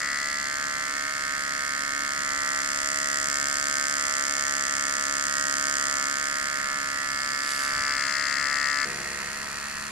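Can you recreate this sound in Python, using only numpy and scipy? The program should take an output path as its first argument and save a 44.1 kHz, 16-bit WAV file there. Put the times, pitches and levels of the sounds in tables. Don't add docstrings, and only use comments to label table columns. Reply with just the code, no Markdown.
import sys
import numpy as np
from scipy import signal
from scipy.fft import rfft, irfft, next_fast_len
from scipy.io import wavfile
from scipy.ndimage import map_coordinates

SR = 44100
rng = np.random.default_rng(int(sys.argv[2]) if len(sys.argv) > 2 else 0)


def output_pcm(signal):
    pcm = np.clip(np.atleast_2d(signal).T, -1, 1) * 32767
    wavfile.write(sys.argv[1], SR, np.round(pcm).astype(np.int16))


N = 437017
TIME = np.arange(N) / SR

SIDE_START_S, CALM_S = 8.85, 0.9
# time in seconds, nearness to the motor from 0 to 1, nearness to the pens from 0 to 1.
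HOVER_PATH = [(0.1, 0.02, 0.3), (.6, 0.05, 0.26), (1.2, 0, 0.45), (2.1, 0.25, 0.14), (2.8, 0.82, 0.16),
              (3.9, 1, 0.1), (5.0, 0.81, 0.16), (5.8, 0.98, 0.02), (6.7, 0.16, 0.36), (7.4, 0.15, 0.46),
              (8.05, 0.2, 0.9), (8.8, 0.14, 0.7)]


def rattle(turns, clack, far):
    # frequency in Hz, width in Hz, then relative level in dB
    body_modes = [(1316, 470, -14, 5.5, -17.5), (1319, 356, 5.5, 3.5, -16), (1545, 94, 6, 2.8, 9.5),
                  (1718, 92, 13.5, 4, 9), (1861, 110, 13.5, -5, 20.5), (2093, 294, 0, 2, 17),
                  (2566, 660, -10.5, -13, -10)]
    # time in seconds, clack level in dB,
    # chirr level in dB, place of the knock in turns after the clack.
    contact_above = [(0.15, -33.5, -32.5, .508), (.5, -34, -35, 0.53), (1.05, -33, -34.5, 0.5),
                     (2.1, -31.5, -34, 0.5), (2.9, -31.5, -34, 0.51), (3.9, -31.5, -34.5, .49),
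                     (4.5, -30.8, -36, 0.52), (5.4, -30, -39, 0.5), (6.4, -31, -34.5, .493),
                     (7.4, -31.5, -36.5, 0.52), (7.85, -31.5, -32, 0.51), (8.25, -31, -29.5, .486),
                     (8.7, -29.5, -29.5, 0.52)]
    contact_beside = [(9.25, -41.5, -38.5, .55), (9.6, -41.5, -48, .55)]
    # start in seconds, end in seconds,
    # lateness in turns, level added to the knock in dB.
    tipped_spells = [(0.57, 0.937, 0.011, 2.5), (2.247, 2.615, 0.017, 3), (3.98, 4.243, 0.018, 2.5),
                     (5.787, 6.1, 0.011, 2.4), (6.645, 6.795, 0.011, 2.2), (7.588, 7.957, 0.015, 3.5),
                     (8.41, 8.573, 0.016, 1.5)]
    # start in seconds, end in seconds, looseness from 0 to 1.
    loose_spells = [(0.947, 1.954, 0.15), (4.356, 4.96, 0.25), (6.154, 6.652, 0.2), (7.252, 8.15, 0.17),
                    (8.153, 8.507, 0.18)]
    knock_above_db, knock_beside_db = -4, 0.5
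    chirr_turns = .749
    knock_drift_turns, chirr_drift_turns = 0.002, 0.0042
    tip_fade_s, loose_fade_s = 0.025, 0.015

    hz, width, *weights = np.transpose(body_modes)
    clack_modes, knock_modes, chirr_modes = (zip(hz, width, db) for db in weights)
    above, beside = np.array(curves(contact_above)), np.array(curves(contact_beside))
    clack_db, chirr_db, knock_at = (1 - far) * above + far * beside
    late, harder_db = sum(np.outer(change, spell(start, end, tip_fade_s))
                          for start, end, *change in tipped_spells)
    knock_db = (1 - far) * knock_above_db + far * knock_beside_db + harder_db
    loose = sum(slack * spell(start, end, loose_fade_s) for start, end, slack in loose_spells) + far

    knock_turns = turns - knock_at - late + knock_drift_turns * walk(7)
    knock = blows(knock_turns, loose, jitter_s=.000015, scatter_db=.6)
    drifting_turns = turns - chirr_turns + chirr_drift_turns * walk(6)
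    chirr = -blows(drifting_turns, 1.2 * loose, jitter_s=.00002, scatter_db=.8)
    board = ring(clack, clack_modes) + undb(knock_db) * ring(knock, knock_modes)
    return undb(clack_db) * board + undb(chirr_db) * ring(chirr, chirr_modes)


def ticking(turns, clack, far, grind_db=-24):
    # frequency in Hz, width in Hz, then relative level in dB
    metal_modes = [(2620, 384, -20, -15, 3, 4), (3100, 470, -5.5, -7.5, -32, -25),
                   (3500, 320, -7.5, -9.5, -6, -14), (4233, 280, 3.5, -14, -16, 8),
                   (4677, 430, -5.5, -1.5, 6.5, 7), (5076, 620, -2.5, -1, -1.5, -20),
                   (5770, 680, -23, -12.5, 1.5, 2.5), (6480, 1250, 0.5, 2.5, -18, -2),
                   (7545, 910, -3, 1, 5, 1), (9100, 1500, -16, -9, -7.5, -3.5),
                   (10830, 1500, -24.5, -16.5, -21, -3), (13100, 2100, -15, -16, -14, -24)]
    grind = unit(np.exp(-(turns % 1) / .08) * track(turns))
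    hard = unit(clack) + undb(grind_db + 5 * far) * grind
    motor, pens = np.clip(curves(HOVER_PATH), 0, 1)
    above = np.array([np.maximum(1 - motor - pens, 0), motor, pens])
    shares = [*((1 - far) * above / above.sum(axis=0)), far]
    hz, width, *views = np.transpose(metal_modes)
    return sum(share * ring(hard, zip(hz, width, db)) for share, db in zip(shares, views))


def hum(turns, orders):
    partials = 0
    for k, db in orders:
        phase = 2 * np.pi * k * (turns + 0.032 + 0.0025 * k)
        partials = partials + undb(db + 1.05 * walk(9)) * np.cos(phase)
    return unit(partials)


def drone(turns, far, hum_db):
    # multiple of the turning rate, relative level in dB.
    above_orders = [(1, -14), (2, -13.5), (3, -9.5), (4, -3), (7, -9), (8, -5.5), (9, 1), (10, -7.5),
                    (11, -9.5), (12, -9)]
    # multiple of the turning rate, relative level in dB,
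    # change in dB while the board shakes hard.
    beside_orders = [(1, 2.5, -5), (2, 2.5, -3), (3, 8, -7.5), (5, -5, 10), (6, -4, 5.5), (7, -4.5, 9.5),
                     (9, 5, -2), (10, -4, 4)]
    # frequency in Hz, relative level in dB per Hz.
    judder_spectrum = [(90, -16), (190, 7.5), (290, -12), (480, -2), (750, -7), (1500, -36)]
    judder_db = -47.5
    above = hum(turns, above_orders)
    beside = hum(turns, [(k, db + added_db * shaking()) for k, db, added_db in beside_orders])
    humming = undb(hum_db) * (undb(1.5) * (1 - far) * above + far * beside)
    return humming + undb(judder_db) * far * shaking() * noise(judder_spectrum)


def brushes(turns):
    # frequency in Hz, relative level in dB per Hz.
    rasp_spectrum = [(800, -13.5), (2200, 11.5), (2600, -11), (3450, 5.5), (3870, -14), (4300, 3.5),
                     (7000, -4.5), (11000, -21.5)]
    return colour(pressure(turns) * track(turns), rasp_spectrum)


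def scratch(turns):
    # frequency in Hz, relative level in dB per Hz.
    grain_spectrum = [(300, -46), (2600, -28), (3400, -7), (3870, -6), (4400, 3.5), (4900, 7), (7500, 3),
                      (10500, -6), (12000, -9), (14500, -23)]
    return pressure(turns) * noise(grain_spectrum)


def skitter(turns):
    # frequency in Hz, width in Hz, relative level in dB.
    tip_modes = [(1060, 520, 0), (1850, 370, 3.5), (2450, 320, 1), (9600, 3200, -16)]
    contact = undb(2 * np.cos(2 * np.pi * (turns - .6)) + 1.2 * walk(60))
    return ring(contact * rng.standard_normal(N), tip_modes)


def buzzes(turns, far):
    # start in seconds, end in seconds, resonance in Hz, width in Hz,
    # level in dB, left minus right in dB.
    buzz_spells = [(-0.1, 0.446, 1958, 108, -36.5, 5), (-0.1, .5, 4730, 750, -40.5, 5),
                   (0.082, .55, 4220, 380, -48, 15), (7.113, 7.85, 4750, 851, -35.5, 34),
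                   (7.805, 9, 4820, 940, -31.5, 40), (7.913, 9, 4430, 570, -40.5, -4)]
    fade_s, lag_turns = 0.21, 0.0093
    out = 0
    for start, end, hz, width, db, pan_db in buzz_spells:
        pulses = blows(turns - lag_turns, far, jitter_s=.000012, scatter_db=.4)
        level = undb(db) * spell(start, end, fade_s)
        out = out + balance(pan_db)[:, None] * level * ring(pulses, [(hz, width, 0)])
    return (1 - far) * out


def blows(turns, loose, jitter_s, scatter_db):
    at = np.interp(np.arange(1, int(turns[-1])), turns, np.arange(N))
    early, strong = rng.standard_normal((len(at), 2)).T
    slack = loose[at.astype(int)]
    at = at + early * np.hypot(jitter_s, slack * .00025) * SR
    strength = undb(strong * (scatter_db + .7 * slack))
    taps = at.astype(int)[:, None] + np.arange(-7, 9)
    offset = taps - at[:, None]
    pulse = np.sinc(offset) * np.sinc(offset / 8)
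    return np.bincount(np.clip(taps, 0, N - 1).ravel(), (strength[:, None] * pulse).ravel(), N)


def track(turns):
    surface = rng.standard_normal(600)
    return map_coordinates(surface, [turns % 1 * len(surface)], order=3, mode="grid-wrap")


def pressure(turns):
    return undb(4 * np.cos(2 * np.pi * (turns + .04)) + .7 * walk(25))


def shaking():
    return np.clip(1 - (TIME - SIDE_START_S) / CALM_S, 0, 1)


def heard(gains, far):
    base_db, motor_db, pens_db, side_db, shaking_db = gains
    motor, pens = curves(HOVER_PATH)
    above_db = base_db + motor_db * motor + pens_db * pens
    return (1 - far) * above_db + far * (side_db + shaking_db * shaking())


def bearing(far):
    motor_db, pens_db, side_db = -3, 6.5, 0
    start_db, settle_s = 4.5, 0.44
    swing_middle_s, swing_length_s = 7.93, 0.52
    swing = np.clip((TIME - swing_middle_s) / swing_length_s + .5, 0, 1)
    above = motor_db * (1 - swing) + pens_db * swing + start_db * np.exp(-TIME / settle_s)
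    return (1 - far) * above + far * side_db


def balance(pan_db):
    gains = undb(np.array([pan_db, -pan_db]) / 2)
    return gains / np.sqrt(np.mean(gains ** 2, axis=0))


def ports(x, pan_db, lag_s):
    left = delayed(x, lag_s * np.clip(1 - pan_db / 4, 0, 2))
    return np.array([left, x]) * balance(pan_db)


def bounced(x, pan_db, table_db=-13):
    sway = .04
    table = np.array([delayed(x, lag_s * (1 + sway * walk(.9))) for lag_s in (.0004, .00058)])
    return ports(x, pan_db, lag_s=.000045) + undb(table_db) * balance(pan_db) * table


def handling():
    # middle in seconds, length in seconds, level in dB at the middle.
    rustle_times = [(7.51, 0.13, -36), (7.642, 0.19, -38)]
    # start in seconds, resonance in Hz, width in Hz,
    # level in dB before the rise and decay, decay time in seconds.
    case_bumps = [(7.748, 100, 110, -34, 0.034)]
    rustle = noise([(500, -28), (2500, -3), (5000, -2), (7500, -4), (11500, -5), (13000, -10), (14500, -26)])
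    rustle *= undb(1.5 * walk(60)) * unit(undb(3 * walk(900)))
    rustle *= sum(undb(db) * np.exp(-(2 * (TIME - s) / length) ** 2) for s, length, db in rustle_times)
    bumps = 0
    for s, hz, width, db, decay_s in case_bumps:
        age = np.maximum(TIME - s, 0)
        envelope = (1 - np.exp(-age / .003)) * np.exp(-age / decay_s)
        bumps = bumps + undb(db) * envelope * ring(rng.standard_normal(N), [(hz, width, 0)])
    return rustle + bumps


def echoes(x, t60, delay_s):
    t = TIME[:SR // 2]
    tail = rng.standard_normal((2, len(t))) * undb(-60 * t / t60) * (t > delay_s)
    return np.array([signal.oaconvolve(x, h / np.linalg.norm(h))[:N] for h in tail])


def room_air():
    # frequency in Hz, relative level in dB per Hz.
    room_spectrum = [(25, -7.5), (130, -7.5), (270, -5), (370, -12), (800, -12), (3000, -9.5),
                     (14000, -21.5)]
    shared_db, own_above_shared_db = -48.5, 7.0
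    own = np.array([noise(room_spectrum), noise(room_spectrum)])
    return undb(shared_db) * (noise(room_spectrum) + undb(own_above_shared_db) * own)


def undb(db):
    return 10 ** (np.asarray(db) / 20)


def unit(x):
    return x / np.sqrt(np.mean(x ** 2))


def curves(rows):
    s, *columns = np.transpose(rows)
    return [np.interp(TIME, s, c) for c in columns]


def spell(start, end, fade):
    return np.clip(np.minimum(TIME - start, end - TIME) / fade + .5, 0, 1)


def walk(rate):
    count = int(rate * N / SR) + 2
    return unit(np.interp(TIME * rate, np.arange(count), rng.standard_normal(count)))


def delayed(x, delay_s):
    return map_coordinates(x, [np.arange(N) - delay_s * SR], order=3)


def shape(x, points):
    hz, db = np.transpose(points)
    size = next_fast_len(N, True)
    f = np.maximum(np.fft.rfftfreq(size, 1 / SR), 1)
    return irfft(rfft(x, size) * undb(np.interp(np.log(f), np.log(hz), db)), size)[:N]


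def colour(x, points):
    return unit(shape(x, points))


def noise(points):
    return colour(rng.standard_normal(N), points)


def ring(x, modes, size=2048):
    f = np.fft.rfftfreq(size, 1 / SR)
    gain = sum(undb(db) / (1 + (2 * (f - hz) / width) ** 2) ** 1.393 for hz, width, db in modes)
    cepstrum = irfft(np.log(gain))
    cepstrum[1:size // 2] *= 2
    cepstrum[size // 2 + 1:] = 0
    response = irfft(np.exp(rfft(cepstrum)))
    return unit(signal.oaconvolve(x, response)[:N])


def scene():
    # time in seconds, turns per second in Hz.
    motor_speed = [(0, 70.6), (0.5, 70.66), (1.1, 70.22), (1.45, 70.32), (1.75, 70.1), (2.2, 70.33),
                   (2.7, 70.3), (3.1, 70.48), (4.25, 70.2), (4.6, 69.88), (5.85, 69.92), (6.6, 69.5),
                   (6.9, 69.72), (7.3, 69.63), (7.75, 69.36), (8.25, 69.5), (8.9, 69.38), (9.45, 70.85),
                   (9.9, 71)]
    loudness = {"hum": (-50.5, 5.5, 2, -50, 7.5), "tick": (-35, 6, -2.5, -39, 1.5),
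                "rasp": (-44.5, 5, 8.5, -71, 3), "scratch": (-43, 4, 3.5, -49, 6)}
    skitter_db = -42.5

    far = np.clip((TIME - SIDE_START_S) / 0.0048, 0, 1)
    turns = .72 + np.cumsum(curves(motor_speed)[0]) / SR
    hum_db, tick_db, rasp_db, scratch_db = (heard(gains, far) for gains in loudness.values())
    pan_db = bearing(far)

    clack = blows(turns, .5 * far, jitter_s=.000007, scatter_db=.35)
    board = rattle(turns, clack, far) + undb(skitter_db) * far * skitter(turns)
    metal = undb(tick_db) * ticking(turns, clack, far)
    direct = ports(board + drone(turns, far, hum_db), pan_db, lag_s=.00008)
    ticks = bounced(metal, 0.17 * pan_db - 0.56 * far) + buzzes(turns, far)
    rubbing = balance(pan_db) * np.array([undb(rasp_db) * brushes(turns) + undb(scratch_db) * scratch(turns)
                                          for _ in range(2)])
    walls = sum(undb(db) * place * echoes(place * (board + metal), t60=0.13, delay_s=0.0058)
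                for place, db in ((1 - far, -17), (far, -9)))
    return direct + ticks + rubbing + walls + room_air() + handling()


def record(dry):
    # frequency in Hz, left response in dB, right response in dB.
    port_response = [(1310, 0, -1), (1940, -1, 0), (5680, -3.5, 0), (6790, 5, -4.5), (7820, -1, 3),
                     (9700, -12.5, 2), (10830, 1.5, 1.5), (11660, -24, -3), (13500, -6.5, -4.5)]
    top_hz = 14900
    hz, *responses = np.transpose(port_response)
    coloured = np.array([shape(x, list(zip(hz, db))) for x, db in zip(dry, responses)])
    return signal.sosfilt(signal.ellip(8, .2, 70, top_hz, fs=SR, output="sos"), coloured)


dry = scene()
out = record(dry)
output_pcm(out)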